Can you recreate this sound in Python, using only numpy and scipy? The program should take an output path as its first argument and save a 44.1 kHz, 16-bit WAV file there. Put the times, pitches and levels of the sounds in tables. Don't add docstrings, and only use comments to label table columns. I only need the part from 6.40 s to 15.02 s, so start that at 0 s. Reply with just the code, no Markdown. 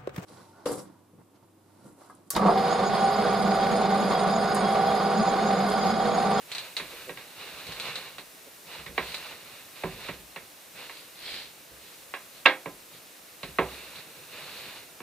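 import sys
import numpy as np
from scipy import signal
from scipy.fft import rfft, irfft, next_fast_len
from scipy.io import wavfile
from scipy.ndimage import map_coordinates

SR = 44100
rng = np.random.default_rng(int(sys.argv[2]) if len(sys.argv) > 2 else 0)


def file_out(sig):
    cols = np.atleast_2d(sig).T
    lim = np.clip(cols, -1, 1)
    pcm = np.round(lim * 32767).astype(np.int16)
    wavfile.write(sys.argv[1], SR, pcm)


N = 380141


def amp(db):
    return np.exp(np.asarray(db) * (np.log(10) / 20))


def unit(x):
    return x / np.sqrt(np.mean(x ** 2) + 1e-20)


def along(points, hz):
    point_hz, values = np.transpose(points)
    return np.interp(np.log(hz + 1), np.log(point_hz + 1), values)


def wobble(rate):
    knots = rng.standard_normal(int(N * rate / SR) + 4)
    return map_coordinates(knots, [np.arange(N) * rate / SR])


def filtered(x, response):
    n = x.shape[-1]
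    padded = next_fast_len(n + 8192)
    return irfft(rfft(x, padded) * response(np.fft.rfftfreq(padded, 1 / SR)), padded)[..., :n]


def coloured(x, spectrum, size=4096):
    cepstrum = irfft(np.log(amp(along(spectrum, np.fft.rfftfreq(size, 1 / SR)))))
    cepstrum[1:size // 2] *= 2
    cepstrum[size // 2 + 1:] = 0
    impulse = irfft(np.exp(rfft(cepstrum)))
    return signal.fftconvolve(x, impulse[None], axes=1)[:, :x.shape[1]]


def stereo_noise(n, coherence):
    def mid_side_gains(hz):
        angle = np.arccos(np.clip(along(coherence, hz), -1, 1)) / 2
        return np.array([np.cos(angle), np.sin(angle)])
    mid, side = filtered(rng.standard_normal((2, n)), mid_side_gains)
    return np.array([mid + side, mid - side])


def shaped(noise, spectrum):
    return unit(filtered(noise, lambda hz: amp(along(spectrum, hz))))


def add(out, start, sound):
    rest = out[:, max(round(start * SR), 0):]
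    rest[:, :sound.shape[1]] += sound[:, :rest.shape[1]]


# (frequency [Hz], level [dB])
ROOM_TONE = [(15, -60), (25, -34), (313, -4), (456, -7), (647, -4), (721, -7), (824, -8), (1610, -8),
             (1750, -8.5), (2760, -11), (3920, -11.5), (5560, -13), (15400, -30.5)]
HIGH_HISS = [(3000, -13), (6000, -0.5), (9000, 1.5), (12000, 2), (14000, 3), (15500, -3.5)]
# (frequency [Hz], coherence [0-1])
ROOM_COHERENCE = [(60, 0.01), (300, 0.64), (1400, 0.15), (6000, 0.97)]
# (time [s], level [dB])
HISS_SWELLS = [(0, -53), (0.14, -51.5), (0.64, -49.5), (0.8, -53), (1.38, -50.5), (1.75, -53),
               (2.54, -51.5), (2.68, -48.5), (2.97, -52.5), (3.35, -51), (4.15, -53), (4.45, -51.5),
               (5.3, -53.5), (5.58, -51.5), (6.9, -53), (7.3, -49.5), (7.65, -52), (8.15, -50),
               (8.5, -52.5)]
def hiss(room_db=-54, shared_db=-5):
    swell_db = np.interp(np.arange(N) / SR, *np.transpose(HISS_SWELLS))
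    noise = rng.standard_normal((2, N)) + amp(shared_db) * rng.standard_normal(N)
    room = shaped(stereo_noise(N, ROOM_COHERENCE), ROOM_TONE)
    return amp(room_db) * room + amp(swell_db) * shaped(noise, HIGH_HISS)


# (start [s], length [s], level [dB])
DRAGS = [(0.06, 0.21, -46.5), (0.346, 0.29, -47.5), (0.717, 0.21, -52), (0.941, 0.73, -45),
         (1.39, 0.093, -37.5), (2.245, 0.14, -45), (2.54, 0.38, -45.5), (2.948, 0.26, -52.5),
         (3.31, 0.32, -49), (3.583, 0.086, -43.5), (4.334, 0.098, -45), (6.985, 0.14, -54.5),
         (7.18, 0.42, -48.5), (7.637, 0.2, -55), (7.865, 0.5, -46.5)]
def pushes(resting_db=-60, build_s=0.067, stop_s=0.069):
    power, t = np.zeros((1, N)), np.arange(2 * SR)[None] / SR
    for start, length, db in DRAGS:
        push = amp(db) * np.minimum(t / build_s, 1) * np.exp(-np.maximum(t - length, 0) / stop_s)
        add(power, start, push ** 2)
    return np.sqrt(amp(resting_db) ** 2 + power)


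# (frequency [Hz], coherence [0-1])
SEAT_COHERENCE = [(60, 0.85), (600, 0.99), (2400, 0.95), (4200, 0.13), (7000, 0.17)]
def friction(catches_per_s, catch_share, spread_db):
    catches = (rng.random(N) < catches_per_s / SR) * rng.choice([-1, 1], N)
    sizes = amp(spread_db * np.minimum(rng.exponential(size=N), 4))
    slips = stereo_noise(N, SEAT_COHERENCE)
    return np.sqrt(1 - catch_share) * slips + np.sqrt(catch_share) * unit(catches * sizes)


# (frequency [Hz], level [dB])
SCRAPE = [(100, -36), (250, -11.5), (500, -1), (720, -3.5), (1050, -2.5), (1400, -3), (2000, -2.5),
          (2500, 1), (2850, 1.5), (3200, -12.5), (4500, -7.5), (9000, -26)]
SWISH = [(800, -19), (1800, -36), (2500, -13), (2900, -2), (3200, -5), (3600, 3.5), (4200, 3), (4700, -7),
         (5400, -27), (8000, -21), (15000, -22)]
def upholstery(push, swish_db=-3, judder_db=1):
    judder = amp(judder_db * wobble(35))
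    scrape = shaped(friction(catches_per_s=700, catch_share=0.2, spread_db=0), SCRAPE)
    swish = shaped(friction(catches_per_s=580, catch_share=0.13, spread_db=4), SWISH)
    return push * judder * (scrape + amp(swish_db) * swish)


# (frequency [Hz], level [dB])
BENCH_RUMBLE = [(20, -22), (45, -11), (65, -6.5), (95, -2), (170, 3), (260, -7), (500, 0.5), (1500, -43)]
# (time [s], level [dB])
SETTLES = [(1.32, -59), (2.39, -48), (2.491, -43), (2.61, -41.5), (2.77, -66), (3.72, -49), (5.31, -50),
           (6.27, -70), (7.08, -45), (7.209, -34)]
def bench(push, resting_db=-69, drag_db=-15, load_db=-3, boom_db=-5, lumps_db=3):
    boom_hz, boom_t60, rumble_t60 = 64.6, 0.52, 0.22
    t = np.arange(SR)[None] / SR
    load, boom = np.zeros((2, 1, N))
    for start, db in SETTLES:
        press = amp(db) * (1 - np.exp(-t / 0.006))
        add(load, start, press * amp(-60 * t / rumble_t60))
        add(boom, start, press * amp(-60 * t / boom_t60) * np.sin(2 * np.pi * boom_hz * t))
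    weight = amp(resting_db) + amp(drag_db) * push + amp(load_db) * load
    lumps = amp(lumps_db * wobble(22))
    rumble = shaped(stereo_noise(N, SEAT_COHERENCE), BENCH_RUMBLE)
    return weight * unit(lumps * rumble) + amp(boom_db) * boom


# (frequency [Hz], t60 [s])
WORKSHOP_DECAY = [(70, 1), (250, 0.19), (700, 0.25), (1900, 0.21), (4800, 0.16), (10000, 0.22)]
def workshop_ring(n):
    hz, t, spectra = signal.stft(stereo_noise(n, SEAT_COHERENCE), SR, nperseg=256)
    decay = amp(-60 * t / along(WORKSHOP_DECAY, hz)[:, None])
    _, ring = signal.istft(spectra * decay, SR, nperseg=256)
    return unit(ring[:, :n])


# (time [s], level [dB])
CLICKS = [(0.1169, -21), (0.1499, -20.5), (0.183, -20), (0.2324, -35), (0.367, -17.5), (1.2685, -30),
          (1.3221, -25.5), (1.399, -22), (1.5564, -22), (1.783, -31), (2.7206, -29), (2.7441, -20.5),
          (7.032, -28), (7.5575, -32), (7.5853, -40)]
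# (frequency [Hz], level [dB])
CLICK_COLOUR = [(100, -36), (500, -11.5), (1500, -11), (2600, -3), (3150, -6.5), (4100, 5.5), (5300, -14),
                (9000, -19), (13000, -31)]
def fitting_clicks(room_db=6, snap_t60=0.0027):
    out, t = np.zeros((2, N)), np.arange(SR // 4) / SR
    for start, db in CLICKS:
        burst = rng.standard_normal((1, len(t))) * amp(-60 * t / snap_t60)
        snap = unit(coloured(burst, CLICK_COLOUR))
        walls = amp(room_db) * unit(coloured(workshop_ring(len(t)), CLICK_COLOUR))
        add(out, start, amp(db) * (snap + walls) / np.abs(snap).max())
    return out


# (time [s], level [dB], weight [dB/octave], hardness [dB/octave])
KNOCKS = [(0.397, -49.5, 2, 3), (0.693, -49, 0.5, 1.5), (0.772, -58, -3, 4.5), (1.285, -58, 7, -6),
          (1.782, -52.5, 0.2, 0.5), (2.399, -58, 2, 1), (2.462, -57.5, 5.5, 5.5), (2.578, -31.5, -5, -1),
          (3.435, -34.5, 1.5, -5.5), (3.686, -44.5, 3, 0.3), (3.96, -48, -1, 1), (4.495, -51, -9, 0.5),
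          (5.738, -40.5, -11, -0.8), (6.0542, -32, -8.5, -1.5), (6.058, -23, -14.5, 1.2),
          (6.257, -39, -1, -5), (7.031, -47.5, 3, 0.5), (7.185, -23, -4, -5.5), (8.603, -49.5, 0.5, -2)]
# (frequency [Hz], level [dB], t60 [s])
FRAME_MODES = [(170, -10, 0.23), (293, -14.5, 0.22), (379.3, -6, 0.26), (448, -1.5, 0.097), (548, -4, 0.11),
               (711, -16, 0.072), (766, -10.5, 0.19), (932, 5, 0.072), (1023, -3.5, 0.21),
               (1097, 7.5, 0.07), (1304, -7.5, 0.15), (1615, -5.5, 0.16), (1717, -9.5, 0.15),
               (1914, 1.5, 0.077), (2280, -9.5, 0.17), (2726, -5.5, 0.085), (2860, -12.5, 0.086),
               (3150, -43, 0.2), (3311, -13, 0.26), (3650, -46, 0.064), (3530, -21, 0.23),
               (3900, -30, 0.15), (4400, -23, 0.12)]
# (frequency [Hz], level [dB])
CLATTER = [(40, -8.5), (70, -19.5), (400, 0), (700, 2), (1100, 2), (1400, -5.5), (2100, 3.5), (2750, -1),
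           (3100, -8.5), (3900, 3.5), (5500, -16.5), (10000, -20)]
# (low edge [Hz], high edge [Hz])
BLOW_BANDS = [(40, 130), (130, 260), (260, 600), (600, 1400), (1400, 3100), (3100, 6000)]
BLOW_DB = [-17.5, -8, -2.6, -2, 1.93, -9.5]
def frame_knocks(modes_db=-2, crack_db=-2, crack_t60=0.034, attack_s=0.00026, pivot_hz=640):
    out, t = np.zeros((2, N)), np.arange(SR // 4) / SR
    hz, mode_db, t60 = np.transpose(FRAME_MODES)[:, :, None]
    bands = [signal.butter(4, edges, "band", fs=SR, output="sos") for edges in BLOW_BANDS]
    octaves = np.log2(np.array(BLOW_BANDS) / pivot_hz).mean(axis=1)
    for start, blow_db, weight, hardness in KNOCKS:
        tilt_db = np.abs(octaves) * np.where(octaves < 0, weight, hardness)
        drive_db = blow_db + np.array(BLOW_DB) + tilt_db
        scatter, phase = rng.standard_normal((2, len(FRAME_MODES), 1))
        envelopes = amp(mode_db + 2 * scatter - 60 * t / t60)
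        modes = np.sum(envelopes * np.sin(2 * np.pi * (hz * t + phase)), axis=0)
        crack = unit(stereo_noise(len(t), SEAT_COHERENCE) * amp(-60 * t / crack_t60))
        clatter = unit(coloured(workshop_ring(len(t)) + amp(crack_db) * crack, CLATTER))
        blow = (clatter + amp(modes_db) * unit(modes)) * (1 - np.exp(-t / attack_s))
        for band, db in zip(bands, drive_db):
            part = signal.sosfilt(band, blow)
            add(out, start, amp(db) * part / np.std(part[:, :SR // 20]))
    return out


# (start [s], length [s], level [dB])
CREAKS = [(0.51, 0.063, -52.5), (0.66, 0.078, -44.5), (2.051, 0.044, -55.5)]
# (frequency [Hz], level [dB])
HINGE_COLOUR = [(150, -23), (380, -3), (520, 4), (640, -11), (900, -41), (3000, -55)]
def hinge_creaks(slips_per_s=130, uneven=0.3):
    out = np.zeros((2, N))
    for start, length, db in CREAKS:
        n = round(length * SR)
        rate = slips_per_s * np.exp(uneven * wobble(151)[:n])
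        slip_count = np.floor(np.cumsum(rate) / SR)
        slips = np.diff(slip_count, prepend=-1) * np.hanning(n)
        add(out, start, amp(db) * unit(coloured(slips[None], HINGE_COLOUR)))
    return out


# (middle [s], length [s], level [dB])
SLEEVE_SWEEPS = [(2.688, 0.12, -43), (4.57, 0.13, -49), (4.93, 0.17, -37.5), (5.5, 0.16, -54.5),
                 (5.97, 0.065, -53.5), (6.557, 0.047, -53), (8.186, 0.2, -47)]
# (frequency [Hz], level [dB])
SLEEVE_COLOUR = [(200, -15), (500, -7.5), (1200, -14.5), (2070, -4), (3140, -3), (4200, 1.5), (4800, -5),
                 (5950, -20), (15000, -25)]
def sleeves():
    t = np.arange(N) / SR
    sweeps = sum(amp(db) * np.exp(-2 * ((t - middle) / length) ** 2)
                 for middle, length, db in SLEEVE_SWEEPS)
    return sweeps * shaped(friction(catches_per_s=450, catch_share=0.1, spread_db=6), SLEEVE_COLOUR)


# (frequency [Hz], level [dB], t60 [s])
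LATCH_MODES = [(292, -4, 0.23), (323, -11, 0.33), (523, 2.5, 0.23), (813, -2, 0.24), (1050, -11, 0.13),
               (2150, 11, 0.078), (2705, 19, 0.049)]
def latch(start_s=6.058, ring_db=-24, attack_s=0.0015, snap_db=-27, snap_t60=0.013):
    out, t = np.zeros((2, N)), np.arange(SR // 4) / SR
    ring = sum(amp(db + ring_db - 60 * t / t60) * np.cos(2 * np.pi * hz * t)
               for hz, db, t60 in LATCH_MODES)
    snap = amp(snap_db - 60 * t / snap_t60) * rng.standard_normal((2, len(t)))
    add(out, start_s, (ring + snap) * (1 - np.exp(-t / attack_s)))
    return out


# (frequency [Hz], left minus right [dB])
BALANCE = [(60, -2), (700, -3.5), (2500, -4.5), (4400, 0.5), (8000, 10), (15000, 0)]
def at_microphone(seat, left_lead_s=0.000035):
    sides = np.array([[.5], [-.5]])
    def response(hz):
        return amp(sides * along(BALANCE, hz)) * np.exp(2j * np.pi * hz * sides * left_lead_s)
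    return filtered(seat, response)


def scene():
    push = pushes()
    metal = fitting_clicks() + frame_knocks() + hinge_creaks() + latch()
    seat = upholstery(push) + bench(push) + metal + sleeves()
    return hiss() + at_microphone(seat)


def record(dry, top_hz=15600):
    return filtered(np.clip(dry, -1, 1), lambda hz: hz < top_hz)


dry = scene()
out = record(dry)
file_out(out)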